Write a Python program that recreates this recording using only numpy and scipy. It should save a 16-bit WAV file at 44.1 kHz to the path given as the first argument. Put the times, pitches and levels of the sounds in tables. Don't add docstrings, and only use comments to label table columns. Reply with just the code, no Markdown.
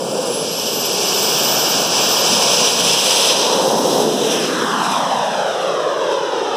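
import sys
import numpy as np
from scipy import signal
from scipy.fft import rfft, irfft, next_fast_len
from scipy.io import wavfile
from scipy.ndimage import map_coordinates

SR = 44100
rng = np.random.default_rng(int(sys.argv[2]) if len(sys.argv) > 2 else 0)


def waveform_to_disk(signal):
    frames = np.transpose(np.atleast_2d(signal))
    scaled = np.clip(frames, -1, 1) * 32767
    samples = np.round(scaled).astype(np.int16)
    wavfile.write(sys.argv[1], SR, samples)


N = 289336
TIME = np.arange(N) / SR
PASS_S, PASS_M, PASS_M_PER_S = 2.865, 12.6, 13
ACCEL_M_PER_S2, LIFT_OFF_S = 4.9, 4.28
# (time [s], blade tone [Hz])
SPOOL_UP = [(0, 8500), (.3, 10370), (.5, 11380), (1, 12900), (1.35, 13800), (1.6, 14050), (2.2, 14180),
            (2.7, 14140)]


def amp(db):
    return 10 ** (np.asarray(db) / 20)


def along(table, hz):
    knots_hz, *columns = np.transpose(table)
    return [np.interp(np.log(hz + 1), np.log(knots_hz + 1), column) for column in columns]


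def curves(table, t):
    knots_s, *columns = np.transpose(table)
    return [np.interp(t, knots_s, column) for column in columns]


def bell(x, centre, width):
    return np.exp(-((x - centre) / width) ** 2)


def wobble(rate):
    return map_coordinates(rng.standard_normal(int(N * rate / SR) + 4), [TIME * rate])


def rush(colour, frame=2048, hop=512):
    hz, t, spectra = signal.stft(rng.standard_normal(N), SR, nperseg=frame, noverlap=frame - hop)
    gain = colour(hz[:, None], t)
    gain = gain / np.sqrt(np.mean(gain ** 2, axis=0))
    noise = signal.istft(spectra * gain, SR, nperseg=frame, noverlap=frame - hop)[1][:N]
    return noise / np.sqrt(np.mean(noise ** 2) + 1e-20)


def speed(t):
    return PASS_M_PER_S + ACCEL_M_PER_S2 * (t - PASS_S)


def bearing(t):
    past_m = (t - PASS_S) * (speed(t) + PASS_M_PER_S) / 2
    return np.arctan2(PASS_M, -past_m)


def receding(t):
    start = np.cos(bearing(0))
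    return (start - np.cos(bearing(t))) / (start + 1)


def tilt(t, base_db, low_power_db, near_db, away_db, cone_db):
    blade_hz, = curves(SPOOL_UP, t)
    low_power = (blade_hz.max() - blade_hz) / np.ptp(blade_hz)
    near = np.sin(bearing(t)) ** 2
    cone = bell(np.degrees(bearing(t)), centre=141.5, width=12.7)
    return base_db + low_power_db * low_power + near_db * near + away_db * receding(t) + cone_db * cone


def ground_comb(hz, t, rolling_lag_s=.00022, lag_s_per_s=.000905, rotate_s=.14, grazing=.93, closest=.44):
    # (frequency [Hz], share reflected [0-1], phase lag [turns])
    grass = [(120, .7, .03), (220, .85, .055), (330, .9, .135), (650, .82, .125), (1200, .72, .11),
             (2000, .32, .05), (2800, .48, .02), (4000, .45, .01), (5500, .15, .01), (9000, .08, .01)]
    share, turns = along(grass, hz)
    climb_s = rotate_s * np.logaddexp(0, (t - LIFT_OFF_S) / rotate_s)
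    lag_s = rolling_lag_s + lag_s_per_s * climb_s
    strength = grazing + (closest - grazing) * np.sin(bearing(t)) ** 2
    echo = np.clip(strength * share, 0, .97) * np.exp(-2j * np.pi * (hz * lag_s + turns))
    return np.abs(1 + echo)


def hollows(hz, t):
    # (approach centre [Hz], away centre [Hz], half width [Hz], approach depth [0-1], away depth [0-1])
    notches = [(2005, 2220, 200, .99, .62), (4530, 4610, 130, .45, .78), (6690, 7100, 170, .8, .8),
               (9000, 9530, 220, .8, .88), (11380, 11950, 250, .88, .92), (13200, 14080, 300, .88, .95)]
    drift = np.abs(receding(t)) ** 1.3
    gain = 1
    for front_hz, rear_hz, width_hz, front_depth, rear_depth in notches:
        centre_hz = front_hz + drift * (rear_hz - front_hz)
        depth = np.clip(front_depth + drift * (rear_depth - front_depth), 0, 1)
        gain = gain * (1 - depth / (1 + ((hz - centre_hz) / width_hz) ** 2))
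    return gain


def roar_colour(hz, t, hum_width_hz=70):
    # (frequency [Hz], relative level [dB])
    spectrum = [(25, -62), (55, -51), (80, -48), (110, -31.5), (150, -10), (220, -4.5), (300, -4), (420, 1),
                (720, -0.5), (980, -1), (1250, -5), (1650, -8), (2400, -23), (6000, -64), (12000, -120)]
    # (time [s], centre [Hz], lift [dB], lift of its near octave [dB])
    hum = [(.3, 524, 9.5, 0.5), (1.1, 424, 6.5, 0), (1.7, 543, -1.5, -3.5), (2.4, 530, 6.5, 3.5),
           (3.8, 507, 6.5, 7), (4.2, 443, 4, 0), (5.3, 534, 0.5, 1.5), (6.3, 558, 8.5, 1)]
    hum_hz, hum_db, octave_db = curves(hum, t)
    peak = lambda ratio: 1 / (1 + ((hz / ratio - hum_hz) / hum_width_hz) ** 2)
    slope = tilt(t, base_db=2.5, low_power_db=-4, near_db=.44, away_db=-2.5, cone_db=-2.9)
    colour_db = slope * np.log2(np.clip(hz, 150, 2500)) + hum_db * peak(1) + octave_db * peak(1.84)
    return amp(along(spectrum, hz)[0] + colour_db) * ground_comb(hz, t) * hollows(hz, t)


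def treble_colour(source_db, hz, t, air_db_per_m=.07):
    slope = tilt(t, base_db=1.5, low_power_db=-2, near_db=1, away_db=-1.5, cone_db=8.5)
    beyond_m = PASS_M / np.sin(bearing(t)) - PASS_M
    air_db = -air_db_per_m * beyond_m * (hz / 10000) ** 2
    source = amp(source_db + air_db + slope * np.log2(np.maximum(hz, 3200)))
    return source * ground_comb(hz, t) * hollows(hz, t)


def hiss_colour(hz, t):
    # (frequency [Hz], relative level ahead [dB], relative level behind [dB])
    spectra = [(800, -37, -52), (1590, -11, -23), (2110, -5.5, -2.5), (2700, -0.5, 0), (2980, 2, 2.5),
               (3150, -1, 3.5), (3930, -9.5, 0), (4450, -7, -8), (4920, 0.5, -1), (5980, 0, -1.5),
               (6870, -7.5, -12), (8070, -10.5, -20), (13000, -120, -120)]
    front_db, rear_db = along(spectra, hz)
    return treble_colour(front_db + receding(t) * (rear_db - front_db), hz, t)


def sizzle_colour(hz, t):
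    # (frequency [Hz], relative level [dB])
    spectrum = [(3000, -90), (5500, -38), (6700, -3), (7400, 3), (8300, 1), (9500, -2), (10600, -1),
                (12200, -8), (13200, -8), (14600, -9), (15300, -23)]
    return treble_colour(along(spectrum, hz)[0], hz, t)


def exhaust(dip_s=.05):
    # (time [s], level [dB])
    roar_levels = [(0, -22), (.3, -20.5), (.55, -25), (1.2, -21.5), (2.35, -19.5), (2.95, -20.5),
                   (3.36, -20), (3.5, -16.5), (4, -15), (4.12, -18), (4.34, -17.5), (4.48, -19.6),
                   (4.9, -17.5), (5.45, -19), (6, -18), (6.56, -19.5)]
    # (time [s], hiss level [dB], sizzle level [dB])
    treble_levels = [(0, -32, -37.5), (.35, -26, -32.5), (.52, -24.5, -34), (1.24, -17.5, -27.5),
                     (1.75, -18, -30), (2.2, -16, -27.5), (3.26, -15, -23.5), (3.44, -18.5, -30.5),
                     (3.78, -25, -33), (4, -22.7, -30.5), (4.12, -26.7, -36), (4.33, -20.5, -31),
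                     (4.5, -25.5, -35.5), (4.76, -27.5, -37.5), (4.91, -25, -34), (5.06, -27.7, -40.5),
                     (5.38, -29, -42), (5.97, -32.5, -48.5), (6.12, -29.5, -45), (6.26, -32, -49),
                     (6.56, -29.5, -46)]
    # (time [s], gain [dB])
    dips = [(1.89, -2.5), (2.74, -2.5), (3.01, -1)]
    roar_db, = curves(roar_levels, TIME)
    hiss_db, sizzle_db = curves(treble_levels, TIME)
    roar = amp(roar_db) * rush(roar_colour)
    hiss = amp(hiss_db) * rush(hiss_colour)
    sizzle = amp(sizzle_db) * rush(sizzle_colour)
    flutter = wobble(40)
    hiss *= amp(.65 * flutter)
    sizzle *= amp(.5 * flutter + .85 * wobble(60))
    dip_db = sum(db * bell(TIME, at_s, dip_s) for at_s, db in dips)
    return amp(dip_db) * (roar + hiss + sizzle)


def blade_tone(hz, level_db, jitter_hz=12, flutter_db=3):
    phase = 2 * np.pi * np.cumsum(hz + jitter_hz * wobble(144)) / SR
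    return amp(level_db + flutter_db * wobble(50.2)) * np.sqrt(2) * np.sin(phase)


def compressors(twin_db=-12, fade_db_per_s=30):
    # (time [s], pitch above the first [Hz])
    twin_offsets = [(.33, -500), (.6, -0.5), (1.15, 29), (1.33, 320), (2.1, 380)]
    # (time [s], level [dB])
    whine_levels = [(0, -51), (.25, -45), (.34, -30), (.47, -41), (.8, -31), (.94, -40), (1.08, -34),
                    (1.55, -28.5), (1.94, -38), (2.08, -31), (2.5, -41)]
    hz, = curves(SPOOL_UP, TIME)
    apart_hz, = curves(twin_offsets, TIME)
    turned_away_s = np.maximum(TIME - whine_levels[-1][0], 0)
    level_db = curves(whine_levels, TIME)[0] - fade_db_per_s * turned_away_s
    return blade_tone(hz, level_db) + blade_tone(hz + apart_hz, level_db + twin_db)


def wheels(full_load_db=-30, bump_s=.06):
    # (time [s], lift [dB])
    bumps = [(2.33, 6.5), (2.61, 5), (2.84, 5)]
    # (frequency [Hz], relative level [dB])
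    airframe = [(25, -46), (60, -33), (90, -26), (130, 0), (190, 4.5), (300, -1.5), (700, -33),
                (2000, -120)]
    load = np.maximum(1 - (speed(TIME) / speed(LIFT_OFF_S)) ** 2, 0)
    nearness = np.sin(bearing(TIME))
    bump_db = sum(db * bell(TIME, at_s, bump_s) for at_s, db in bumps)
    level_db = full_load_db + bump_db + .6 * wobble(21)
    return load * nearness * amp(level_db) * rush(lambda hz, t: amp(along(airframe, hz)[0]))


def field(level_db=-58):
    # (frequency [Hz], relative level [dB])
    spectrum = [(25, -22), (55, -17), (90, 8), (140, 17), (250, -16), (800, -22), (3000, -35), (15000, -70)]
    return amp(level_db + 1.8 * wobble(3.3)) * rush(lambda hz, t: amp(along(spectrum, hz)[0]))


def scene():
    mix = exhaust() + compressors() + wheels() + field()
    return np.array([mix, mix])


def record(dry, ceiling=.98, top_hz=15280):
    rounded = dry / (1 + np.abs(dry / ceiling) ** 8) ** (1 / 8)
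    size = next_fast_len(N + SR // 2)
    passband = np.fft.rfftfreq(size, 1 / SR) < top_hz
    return irfft(rfft(rounded, size) * passband, size)[:, :N]


dry = scene()
out = record(dry)
waveform_to_disk(out)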